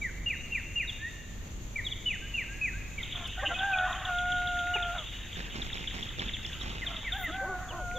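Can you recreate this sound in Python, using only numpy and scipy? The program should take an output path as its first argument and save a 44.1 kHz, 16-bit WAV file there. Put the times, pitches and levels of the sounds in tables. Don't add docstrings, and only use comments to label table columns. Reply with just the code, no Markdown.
import sys
import numpy as np
from scipy import signal
from scipy.fft import rfft, irfft
from scipy.io import wavfile
from scipy.ndimage import uniform_filter1d

SR = 44100
rng = np.random.default_rng(int(sys.argv[2]) if len(sys.argv) > 2 else 0)


def materialize(psi):
    bounded = np.clip(np.atleast_2d(psi).T, -1, 1)
    quanta = np.round(bounded * 32767).astype(np.int16)
    wavfile.write(sys.argv[1], SR, quanta)


N = 351918
TIME = np.arange(N) / SR


def undb(db):
    return 10 ** (np.asarray(db) / 20)


def unit(x):
    return x / np.sqrt(np.mean(x ** 2))


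def ramp(x):
    return np.clip(x, 0, 1)


def curves(rows):
    s, *columns = np.transpose(rows)
    return [np.interp(TIME, s, c) for c in columns]


def add(out, s, x):
    i = int(np.clip(s * SR, 0, N))
    out[i:i + len(x)] += x[:N - i]


def colour(x, points):
    hz, db = np.transpose(points)
    f = np.fft.rfftfreq(N, 1 / SR) + 1
    return unit(irfft(rfft(x) * undb(np.interp(np.log(f), np.log(hz), db)), N))


def walk(rate, size=N):
    k = max(int(SR / rate), 2)
    steps = np.repeat(rng.standard_normal(size // k + 2), k)
    return unit(uniform_filter1d(uniform_filter1d(steps, k), k)[:size])


def wide_noise(points, side_db, pan_db=0):
    mid, side = (colour(rng.standard_normal(N), points) for _ in range(2))
    sign = np.array([[1], [-1]])
    return (mid + sign * undb(side_db) * side) * undb(sign * pan_db / 2)


def turn(hz):
    return 2 * np.pi * np.cumsum(hz) / SR


def glide(start_hz, end_hz, length):
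    u = np.linspace(0, 1, int(length * SR))
    return np.sqrt(2) * np.sin(np.pi * u) * np.sin(turn(start_hz + (end_hz - start_hz) * u))


# start, length, fade-in and hold in seconds, top and end pitch in Hz,
# relative level in dB.
WHISTLES = [(0.012, 0.091, 0.0087, 0.011, 2342, 1450, -28.5),
            (.259, 0.099, 0.0044, 0.031, 2813, 1490, -26.5), (0.506, 0.1, 0.021, 0.033, 2758, 1466, -26.5),
            (0.755, 0.1, 0.0067, 0.031, 2832, 1513, -26.5), (0.87, 0.048, 0.016, 0.0077, 3847, 2940, -29),
            (1.756, 0.063, 0.0042, 0.01, 2356, 1640, -27.5), (1.841, 0.053, 0.031, 0.011, 3854, 2804, -26),
            (1.906, 0.032, 0.02, 0.0086, 3880, 2780, -25.5), (2.056, 0.11, 0.0065, 0.027, 2985, 1467, -27),
            (2.336, 0.11, 0.0072, 0.03, 2787, 1526, -27), (2.611, 0.1, 0.0031, .035, 2551, 1526, -27.5),
            (2.977, 0.046, .006, 0.0058, 2363, 1880, -29.5), (3.729, .03, .005, 0.0089, 2586, 2280, -26.5),
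            (4.735, 0.054, .006, 0.016, 2912, 1860, -27.5), (6.817, .045, 0.002, 0.0042, 2165, 1444, -33),
            (7.037, .086, 0.022, 0.017, 2305, 1407, -31), (7.229, 0.083, .012, 0.025, 2068, 1335, -32),
            (7.679, 0.05, 0.05, 0.011, 3490, 2390, -32.5), (7.951, 0.043, .007, 0.011, 3655, 2830, -40.5)]
# start and length in seconds, first and last pitch in Hz, level in dB.
ANSWERS = [(0, 0.045, 3670, 3890, -58), (0.352, 0.065, 3750, 3860, -61.5), (0.98, 0.12, 1660, 1970, -38.5),
           (1.235, 0.053, 3920, 3760, -68), (1.433, 0.092, 2920, 3650, -69),
           (2.208, 0.074, 1542, 1670, -49), (2.474, 0.12, 1548, 1730, -45), (2.728, 0.074, 1468, 1780, -46),
           (3.541, 0.034, 2530, 2540, -37.5), (5.116, 0.08, 2760, 3220, -49.5),
           (5.313, 0.057, 3000, 3450, -48), (5.496, 0.042, 2450, 3240, -50.5)]


def whistlers(gain_db=-5, fade_db=22, bend_s=0.0044, scoop_s=0.0041, release_s=0.0026):
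    out = np.zeros(N)
    for s, length, attack_s, hold_s, top_hz, end_hz, db in WHISTLES:
        t = np.arange(int(length * SR)) / SR
        fall = bend_s * np.logaddexp(0, (t - hold_s) / bend_s) / (length - hold_s)
        scoop = 0.021 * np.exp(-t / scoop_s)
        flutter = 0.0071 * walk(400, len(t))
        hz = (top_hz + (end_hz - top_hz) * fall) * (1 - scoop + flutter)
        gate = ramp(np.minimum(t / attack_s, (length - t) / release_s))
        level = undb(db + gain_db - fade_db * fall ** 2.5)
        add(out, s, gate * level * np.sqrt(2) * np.sin(turn(hz)))
    for s, length, start_hz, end_hz, db in ANSWERS:
        add(out, s, undb(db) * glide(start_hz, end_hz, length))
    return out


def soften(x, top_hz=3930):
    return signal.sosfilt(signal.ellip(8, .3, 45, top_hz, fs=SR, output="sos"), x)


def pond(x, echo_db=-3, lag_s=.002055):
    return undb(echo_db) * np.interp(TIME - lag_s, TIME, x)


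def trees(x, wet_db, t60, early_db, early_s, side_db=-15):
    t = np.arange(int(1.5 * SR)) / SR
    tail = rng.standard_normal((2, len(t))) * undb(-60 * t / t60) * (1 - np.exp(-t / 0.0099))
    early = rng.standard_normal(len(t)) * (rng.random(len(t)) < .01)
    early *= np.exp(-t / early_s) * (t > .003)
    mid, side = (h / np.linalg.norm(h) * undb(wet_db) for h in tail)
    mid = mid + early / np.linalg.norm(early) * undb(early_db)
    return x + np.array([signal.fftconvolve(x, mid + sign * undb(side_db) * side)[:N] for sign in (1, -1)])


def bank(x, echo_db=-17, lag_s=0.067, top_hz=2100):
    dark = signal.sosfilt(signal.butter(2, top_hz, fs=SR, output="sos"), x)
    return undb(echo_db) * np.interp(TIME - lag_s, TIME, dark)


# frequency in Hz, relative level in dB.
RUMBLE_TONE = [(8, -10.5), (25, -0.5), (35, -7.5), (47, 5), (62, -7), (76, -3.5), (100, -5), (140, -12),
               (230, -15.5), (330, -21), (550, -27.5), (800, -34.5), (1300, -39.5), (2500, -76),
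               (6000, -93)]
# pitch in Hz, level in dB.
DRONE = [(47.5, -49)]


def rumble(level_db=-42.5):
    out = wide_noise(RUMBLE_TONE, side_db=-13.5) * undb(level_db + walk(3.37))
    for hz, db in DRONE:
        level = undb(db + 0.55 * walk(2.5))
        out += level * np.sqrt(2) * np.sin(turn(hz * (1 + 0.03974 * walk(9.9))))
    return out


# frequency in Hz, relative level in dB.
AIR_TONE = [(600, 4), (1400, 4), (2700, 5), (3500, 0), (4300, -1), (5500, -8.5), (8000, -11.5),
            (10500, -21.5), (13500, -5.5), (15500, -23)]


def air(level_db=-57):
    return wide_noise(AIR_TONE, side_db=0.5, pan_db=0.5) * undb(level_db + walk(26))


# frequency in Hz, relative level in dB.
INSECT_TONE = [(5000, -24.5), (6000, -4.5), (6800, 2), (7300, -3.5), (8000, -21.5), (9000, -25)]
# time in seconds, level in dB.
INSECT_LEVEL = [(0, -58.5), (4.7, -58), (5.1, -59), (6.5, -60), (7.4, -61), (7.98, -56.5)]


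def insects():
    hiss = wide_noise(INSECT_TONE, side_db=-0.5, pan_db=1.5)
    return hiss * undb(curves(INSECT_LEVEL)[0] + 1.2 * walk(60))


# frequency in Hz, relative level in dB.
DEEP_TONE = [(8, -8), (25, 2), (45, -2), (70, -16.5), (300, -62)]
# time in seconds, level in dB.
DEEP_LEVEL = [(0, -56.5), (5.2, -57), (5.7, -42.5), (6.4, -50), (7.98, -48)]


def deep_rumble():
    db = curves(DEEP_LEVEL)[0]
    return np.array([colour(rng.standard_normal(N), DEEP_TONE) * undb(db + 3.2 * walk(2.2))
                     for _ in range(2)])


def chip(start_hz, end_hz, length):
    u = np.linspace(0, 1, int(length * SR))
    hz = end_hz + (start_hz - end_hz) * ((1 - u) ** 2 + .04 * walk(700, len(u)))
    return np.sin(np.pi * u ** .5) ** 2 * undb(2 - 8 * u) * np.sin(turn(hz))


# frequency in Hz, relative level in dB.
CHORUS_TONE = [(900, 30.5), (1300, -8), (1900, -4), (2400, -2.5), (2900, 2), (3500, -1.5), (3850, 3.5),
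               (4000, -71), (5000, -59.5)]


def chorus(count=2600, start_s=2.985, end_s=7.375, busy_db=-46, lull_db=-64):
    out = np.zeros(N)
    for when, pitch, span, size in rng.random((count, 4)):
        hz = 1500 + 3000 * pitch
        add(out, when * N / SR, undb(9 * size) * chip(hz, .72 * hz, length=0.0071 + 0.02086 * span))
    far = trees(out, wet_db=-2, t60=0.25, early_db=-8.5, early_s=0.015)
    busy = ramp(.5 + np.minimum(TIME - start_s, end_s - TIME) / 0.0096)
    return colour(far, CHORUS_TONE) * undb(lull_db + (busy_db - lull_db) * busy) + busy * twitter()


def twitter(count=70, level_db=-50):
    out = np.zeros(N)
    for when, pitch, slide, span, size in rng.random((count, 5)):
        hz = 2600 + 1100 * pitch
        note = glide(hz, hz * 2 ** (.4 * (slide - .5)), length=.015 + .035 * span)
        add(out, when * N / SR, undb(level_db + 6 * size) * note)
    return soften(out)


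# time and length in seconds, relative level in dB.
CHIPS = [(3.03, 0.021, -35), (3.124, 0.023, -35), (3.157, 0.018, -33), (3.254, 0.027, -34.5),
         (3.54, 0.029, -38), (3.588, 0.033, -32.5), (3.786, 0.016, -34), (3.928, 0.014, -35.5),
         (4.051, 0.023, -34), (4.185, 0.018, -33.5), (4.319, 0.023, -33), (4.472, 0.019, -34),
         (4.589, 0.019, -37), (4.825, 0.03, -33.5), (4.981, 0.038, -35.5), (5.329, 0.016, -40),
         (5.617, 0.026, -34), (5.73, 0.016, -33.5), (5.781, 0.013, -39), (5.874, 0.023, -31.5),
         (6.026, 0.017, -32.5), (6.088, 0.0185, -37.5), (6.193, 0.019, -31.5), (6.284, 0.028, -37),
         (6.334, 0.042, -34), (6.448, 0.03, -35.5), (6.531, 0.014, -38), (6.615, 0.02, -36),
         (6.699, 0.029, -43), (6.864, 0.043, -32.5), (6.965, 0.016, -34.5), (7.12, 0.037, -31)]


def small_birds(gain_db=3.8, lead_s=.002):
    out = np.zeros(N)
    for (s, length, db), shift in zip(CHIPS, rng.standard_normal(len(CHIPS))):
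        note = chip(start_hz=3850 * (1 + .012 * shift), end_hz=2850 + 90 * shift, length=length)
        add(out, s - lead_s, undb(db + gain_db) * note)
    return out


# whole multiple of the pitch, relative level in dB.
CROW_HARMONICS = [(1, -9), (2, -3.5), (3, -26.5), (4, -41)]
# multiple of the pitch, relative level in dB.
HOARSE_TONES = [(1.501, -11), (1.751, -15), (2.5, -15)]


def rooster_voice(hz, db, hoarse, full_effort_db=-27, rasp_db=-7, beat_hz=83.5):
    n = len(hz)
    phase = turn(hz * (1 + .018 * hoarse * walk(330, n) + 0.0023 * walk(38.9, n)))
    effort = undb(0.2 * (db - full_effort_db))
    voice = sum(undb(tone_db) * effort ** (k - 1) * np.sin(k * phase) for k, tone_db in CROW_HARMONICS)
    voice += hoarse * undb(-10) * np.sin(phase)
    between = sum(undb(tone_db) * (1 + .5 * walk(58.9, n)) * np.sin(k * phase + 2.8 * walk(90, n))
                  for k, tone_db in HOARSE_TONES)
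    rasp = undb(rasp_db) * (walk(900, n) * np.sin(2 * phase) + walk(900, n) * np.cos(2 * phase)) / 2
    tremble = .5 * walk(220, n)
    beat = 0.61 * np.sin(turn(beat_hz * (1 + 0.194 * walk(29.85, n))))
    voice *= (1 + hoarse * (tremble + beat)) * (1 - .5 * hoarse)
    return undb(db) * np.sqrt(2) * (voice + hoarse ** 2.26 * (between + rasp))


# start and length in seconds, first and last pitch in Hz,
# level in dB, hoarseness (0 is clean, about 1 is rough).
SYLLABLES = [(3.116, 0.2, 720, 684, -43.5, 0.95), (3.37, 0.049, 728, 780, -33, 0.46),
             (3.423, 0.052, 820, 775, -30, 0.5), (3.486, 0.045, 780, 796, -32.5, 0.1),
             (3.502, 0.046, 699, 703, -29, 0.48), (6.823, 0.19, 721, 627, -43, 0.9),
             (7.118, 0.073, 687, 880, -33.5, 0.36), (7.164, 0.1, 820, 670, -34, 0.56),
             (7.27, 0.054, 640, 651, -35.5, 0.5)]
# time in seconds, pitch in Hz, level in dB, hoarseness.
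FIRST_CROW = [(3.56, 739, -39, 0.54), (3.625, 769, -24.5, 0.42), (3.67, 796, -28, 0.4),
              (3.735, 760.5, -26.5, 0.39), (3.8, 738, -25.5, 0.53), (3.9, 734, -31, 0.94),
              (4.0, 759, -37.5, 1.03), (4.07, 738, -33, 0.84), (4.105, 725, -27.5, 0.5),
              (4.13, 708, -29, 0.05), (4.3, 720, -27.5, 0.02), (4.66, 705.3, -30, 0.1),
              (4.71, 717, -29, 0.05), (4.91, 696, -32, 0.22), (4.955, 721, -32, 0.54),
              (5.0, 630, -36.5, 0.46), (5.035, 587, -55, 0.43)]
SECOND_CROW = [(7.31, 687, -41, .28), (7.351, 758, -33, 0.41), (7.406, 778, -30.5, .36),
               (7.57, 724, -33.5, 0.44), (7.65, 735, -41, 1), (7.75, 743, -41, 0.75),
               (7.81, 725, -35.5, 0.24), (7.88, 705, -35.5, 0.045), (7.98, 718, -34.5, .03)]


def rooster(waver=0.00127):
    out = np.zeros(N)
    for s, length, start_hz, end_hz, db, hoarse in SYLLABLES:
        u = np.linspace(0, 1, int(length * SR))
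        add(out, s, np.sin(np.pi * u) * rooster_voice(start_hz + (end_hz - start_hz) * u, db, hoarse))
    for crow in (FIRST_CROW, SECOND_CROW):
        crowing = (TIME >= crow[0][0]) & (TIME <= crow[-1][0])
        hz, db, hoarse = (c[crowing] for c in curves(crow))
        add(out, crow[0][0], rooster_voice(hz * (1 + waver * walk(25, len(hz))), db, hoarse))
    return out


def click(at_s=3.277, level_db=-47, fade_s=0.0036):
    snap = colour(rng.standard_normal(N), [(2000, -17), (5000, 8), (15000, -10)])
    return undb(level_db) * np.exp(-np.abs(TIME - at_s) / fade_s) * snap


def buzzy_bird(start_s=3.446, length_s=0.046, hz=2760, level_db=-25, wobble_hz=190, swing_hz=260):
    swell = np.sin(np.pi * ramp((TIME - start_s) / length_s)) ** 2
    wobble = np.sin(turn(wobble_hz * (1 + 0.143 * walk(200))))
    return swell * undb(level_db) * (1 + .5 * wobble) * np.sin(turn(hz + swing_hz * wobble))


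# start and length in seconds, pitch in Hz, slide in octaves, level in dB,
# change in dB from one harmonic to the next.
CLUCKS = [(3.385, 0.047, 610, -0.091, -43.5, 7), (3.42, 0.033, 581, 0.24, -37.5, -3),
          (3.468, 0.035, 309, 0.075, -48.5, -16), (3.477, 0.061, 508, -0.07, -45, -2.5),
          (4.754, 0.017, 433, -0.2, -36, -1), (7.277, 0.037, 310, 0.22, -43, -21),
          (7.405, 0.047, 556, 0.44, -42.5, -18), (7.427, .142, 389, 0.118, -43.5, -1),
          (7.678, 0.19, 677, -0.11, -49.5, -18), (7.697, 0.12, 354, -0.15, -44, 2.5),
          (7.933, 0.11, 526, -0.06, -44, -18)]
# frequency in Hz, boost or cut in dB.
HEN_THROAT = [(250, -1.5), (550, -1), (1050, 2.5), (1600, -14.5), (2000, 16), (2600, -52), (3500, -37)]


def hens(jitter=0.03, arch=87.4):
    out = np.zeros(N)
    throat_hz, throat_db = np.transpose(HEN_THROAT)
    for s, length, pitch_hz, slide, db, step_db in CLUCKS:
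        u = np.linspace(0, 1, int(length * SR))
        octaves = slide * (u - .5) - arch * (length * (u - .5)) ** 2
        hz = pitch_hz * 2 ** octaves * (1 + jitter * walk(328, len(u)))
        note = sum(undb(step_db * k + np.interp(k * hz, throat_hz, throat_db)) * np.sin(k * turn(hz))
                   for k in range(1, 5))
        add(out, s, undb(db) * unit(note * np.sin(np.pi * u)))
    return out


# start in seconds, relative level in dB, the pitch in Hz it falls through.
TICKS = [(4.1001, -36, 2500), (4.256, -41, 2150), (4.4184, -36.5, 2173), (4.57, -37, 1890),
         (4.67, -35, 2120), (5.147, -53, 2210), (5.233, -45, 1950), (5.3255, -41, 2480),
         (5.403, -35.5, 1930), (5.4817, -41, 1790), (5.5566, -42, 2450), (5.6296, -44, 1590),
         (5.7007, -36.5, 2020), (5.7717, -32.5, 2550), (5.841, -34, 2340), (5.91, -37.5, 2000),
         (5.9848, -37, 2090), (6.0622, -43, 1780), (6.1374, -45, 2130), (6.219, -36, 1880),
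         (6.2937, -32, 2130), (6.3668, -36, 2230), (6.448, -37, 2100), (7.913, -37.5, 2174)]


def ticking_bird(gain_db=2, tick_s=0.0051):
    out = np.zeros(N)
    for s, db, hz in TICKS:
        add(out, s, undb(db + gain_db) * chip(start_hz=1.266 * hz, end_hz=0.69 * hz, length=tick_s))
    return out


# start and length in seconds, churn level and spray level in dB.
SLOSHES = [(5.365, 0.22, -40, -71), (5.542, 0.23, -39, -55), (5.741, 0.24, -40.5, -58),
           (5.935, 0.23, -40, -56), (6.18, 0.19, -36.5, -68), (6.426, 0.29, -50, -58),
           (6.604, 0.65, -42, -62)]
# frequency in Hz, relative level in dB.
CHURN_TONE = [(15, -6), (35, -5), (70, -6.5), (180, -2.5), (300, -6.5), (550, -14), (1100, -15),
              (2500, -12.5), (5500, -24.5), (8000, -59)]
SPRAY_TONE = [(800, -8), (2000, 2), (4000, 5), (5600, 15), (7000, 2), (8200, 6), (10000, -22), (15000, -18)]


def water(scatter_db=17):
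    churn, spray = np.zeros(N), np.zeros(N)
    for s, length, churn_db, spray_db in SLOSHES:
        swell = np.sin(np.pi * np.linspace(0, 1, int(length * SR)) ** 0.28)
        add(churn, s, undb(churn_db) * swell)
        add(spray, s, undb(spray_db) * swell)
    bursts = rng.standard_normal((2, N)) * (rng.random((2, N)) < np.array([[.04], [.016]]))
    big, fine = bursts * undb(scatter_db * rng.random((2, N)))
    sound = churn * colour(big, CHURN_TONE) + spray * colour(fine, SPRAY_TONE) + splashes()
    return np.array([undb(-3) * np.roll(sound, 14), sound])


# start in seconds, relative level in dB, pitch in Hz.
DROPS = [(5.3717, -50, 6800), (5.6106, -46, 6760), (5.743, -43, 5540), (6.1833, -56, 6340),
         (6.1953, -45, 6240), (6.367, -48, 7190), (6.4647, -39, 5400), (6.532, -55, 6510),
         (6.6313, -45, 6440), (6.7166, -52, 6300)]
GULPS = [(5.374, -31.5, 180), (5.54, -48, 196), (5.941, -36, 209), (6.189, -35, 188), (6.263, -30, 222),
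         (6.343, -38, 220), (6.674, -32, 175)]


def splashes(drop_db=1, smack_s=0.0019, gulp_db=-3):
    out = np.zeros(N)
    noise = colour(rng.standard_normal(N), [(500, -4), (2500, 2), (7000, -7), (9000, -30)])
    t = np.arange(int(10 * smack_s * SR)) / SR
    for s, db, hz in DROPS:
        smack = np.exp(-t / smack_s) * noise[int(s * SR):][:len(t)]
        add(out, s, undb(db + drop_db) * smack)
        add(out, s, undb(db + drop_db) * bubble(hz, cycles=25))
    for s, db, hz in GULPS:
        add(out, s, undb(db + gulp_db) * bubble(hz, cycles=4.3))
    return out


def bubble(hz, cycles, rise=0.11):
    u = np.linspace(0, 1, int(cycles / hz * SR))
    return np.sin(np.pi * u ** .3) ** 2 * np.sin(turn(hz * (1 + rise * (u - .5))))


def sizzle(start_s=7.12, length_s=0.141, level_db=-54.5, swell_db=12, edge_s=0.011):
    tone = [(5000, -30), (9000, -15), (12000, -10), (13500, 1), (15500, -2.5)]
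    hiss = wide_noise(tone, side_db=0, pan_db=16)
    t = TIME - start_s
    gate = ramp(np.minimum(t, length_s - t) / edge_s)
    swell = undb(level_db - swell_db * ramp(1 - t / length_s))
    return hiss * gate * swell * undb(3.8 * walk(150))


def scene():
    whistles = whistlers()
    birds = trees(whistles, wet_db=-6, t60=1.41, early_db=-18, early_s=0.017, side_db=-14)
    birds += pond(whistles) + bank(whistles)
    small_calls = small_birds() + buzzy_bird() + ticking_bird()
    chips = trees(small_calls, wet_db=-6, t60=.9, early_db=-13, early_s=.007, side_db=-9)
    crows = trees(rooster(), wet_db=-18, t60=.7, early_db=-21, early_s=.02)
    clucks = trees(hens(), wet_db=-9, t60=.8, early_db=-10, early_s=0.012)
    calls = soften(birds + chips) + crows + clucks + chorus()
    return calls + water() + sizzle() + click() + rumble() + air() + insects() + deep_rumble()


def record(dry, top_hz=15500):
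    return signal.sosfilt(signal.ellip(10, .2, 80, top_hz, fs=SR, output="sos"), dry)


dry = scene()
out = record(dry)
materialize(out)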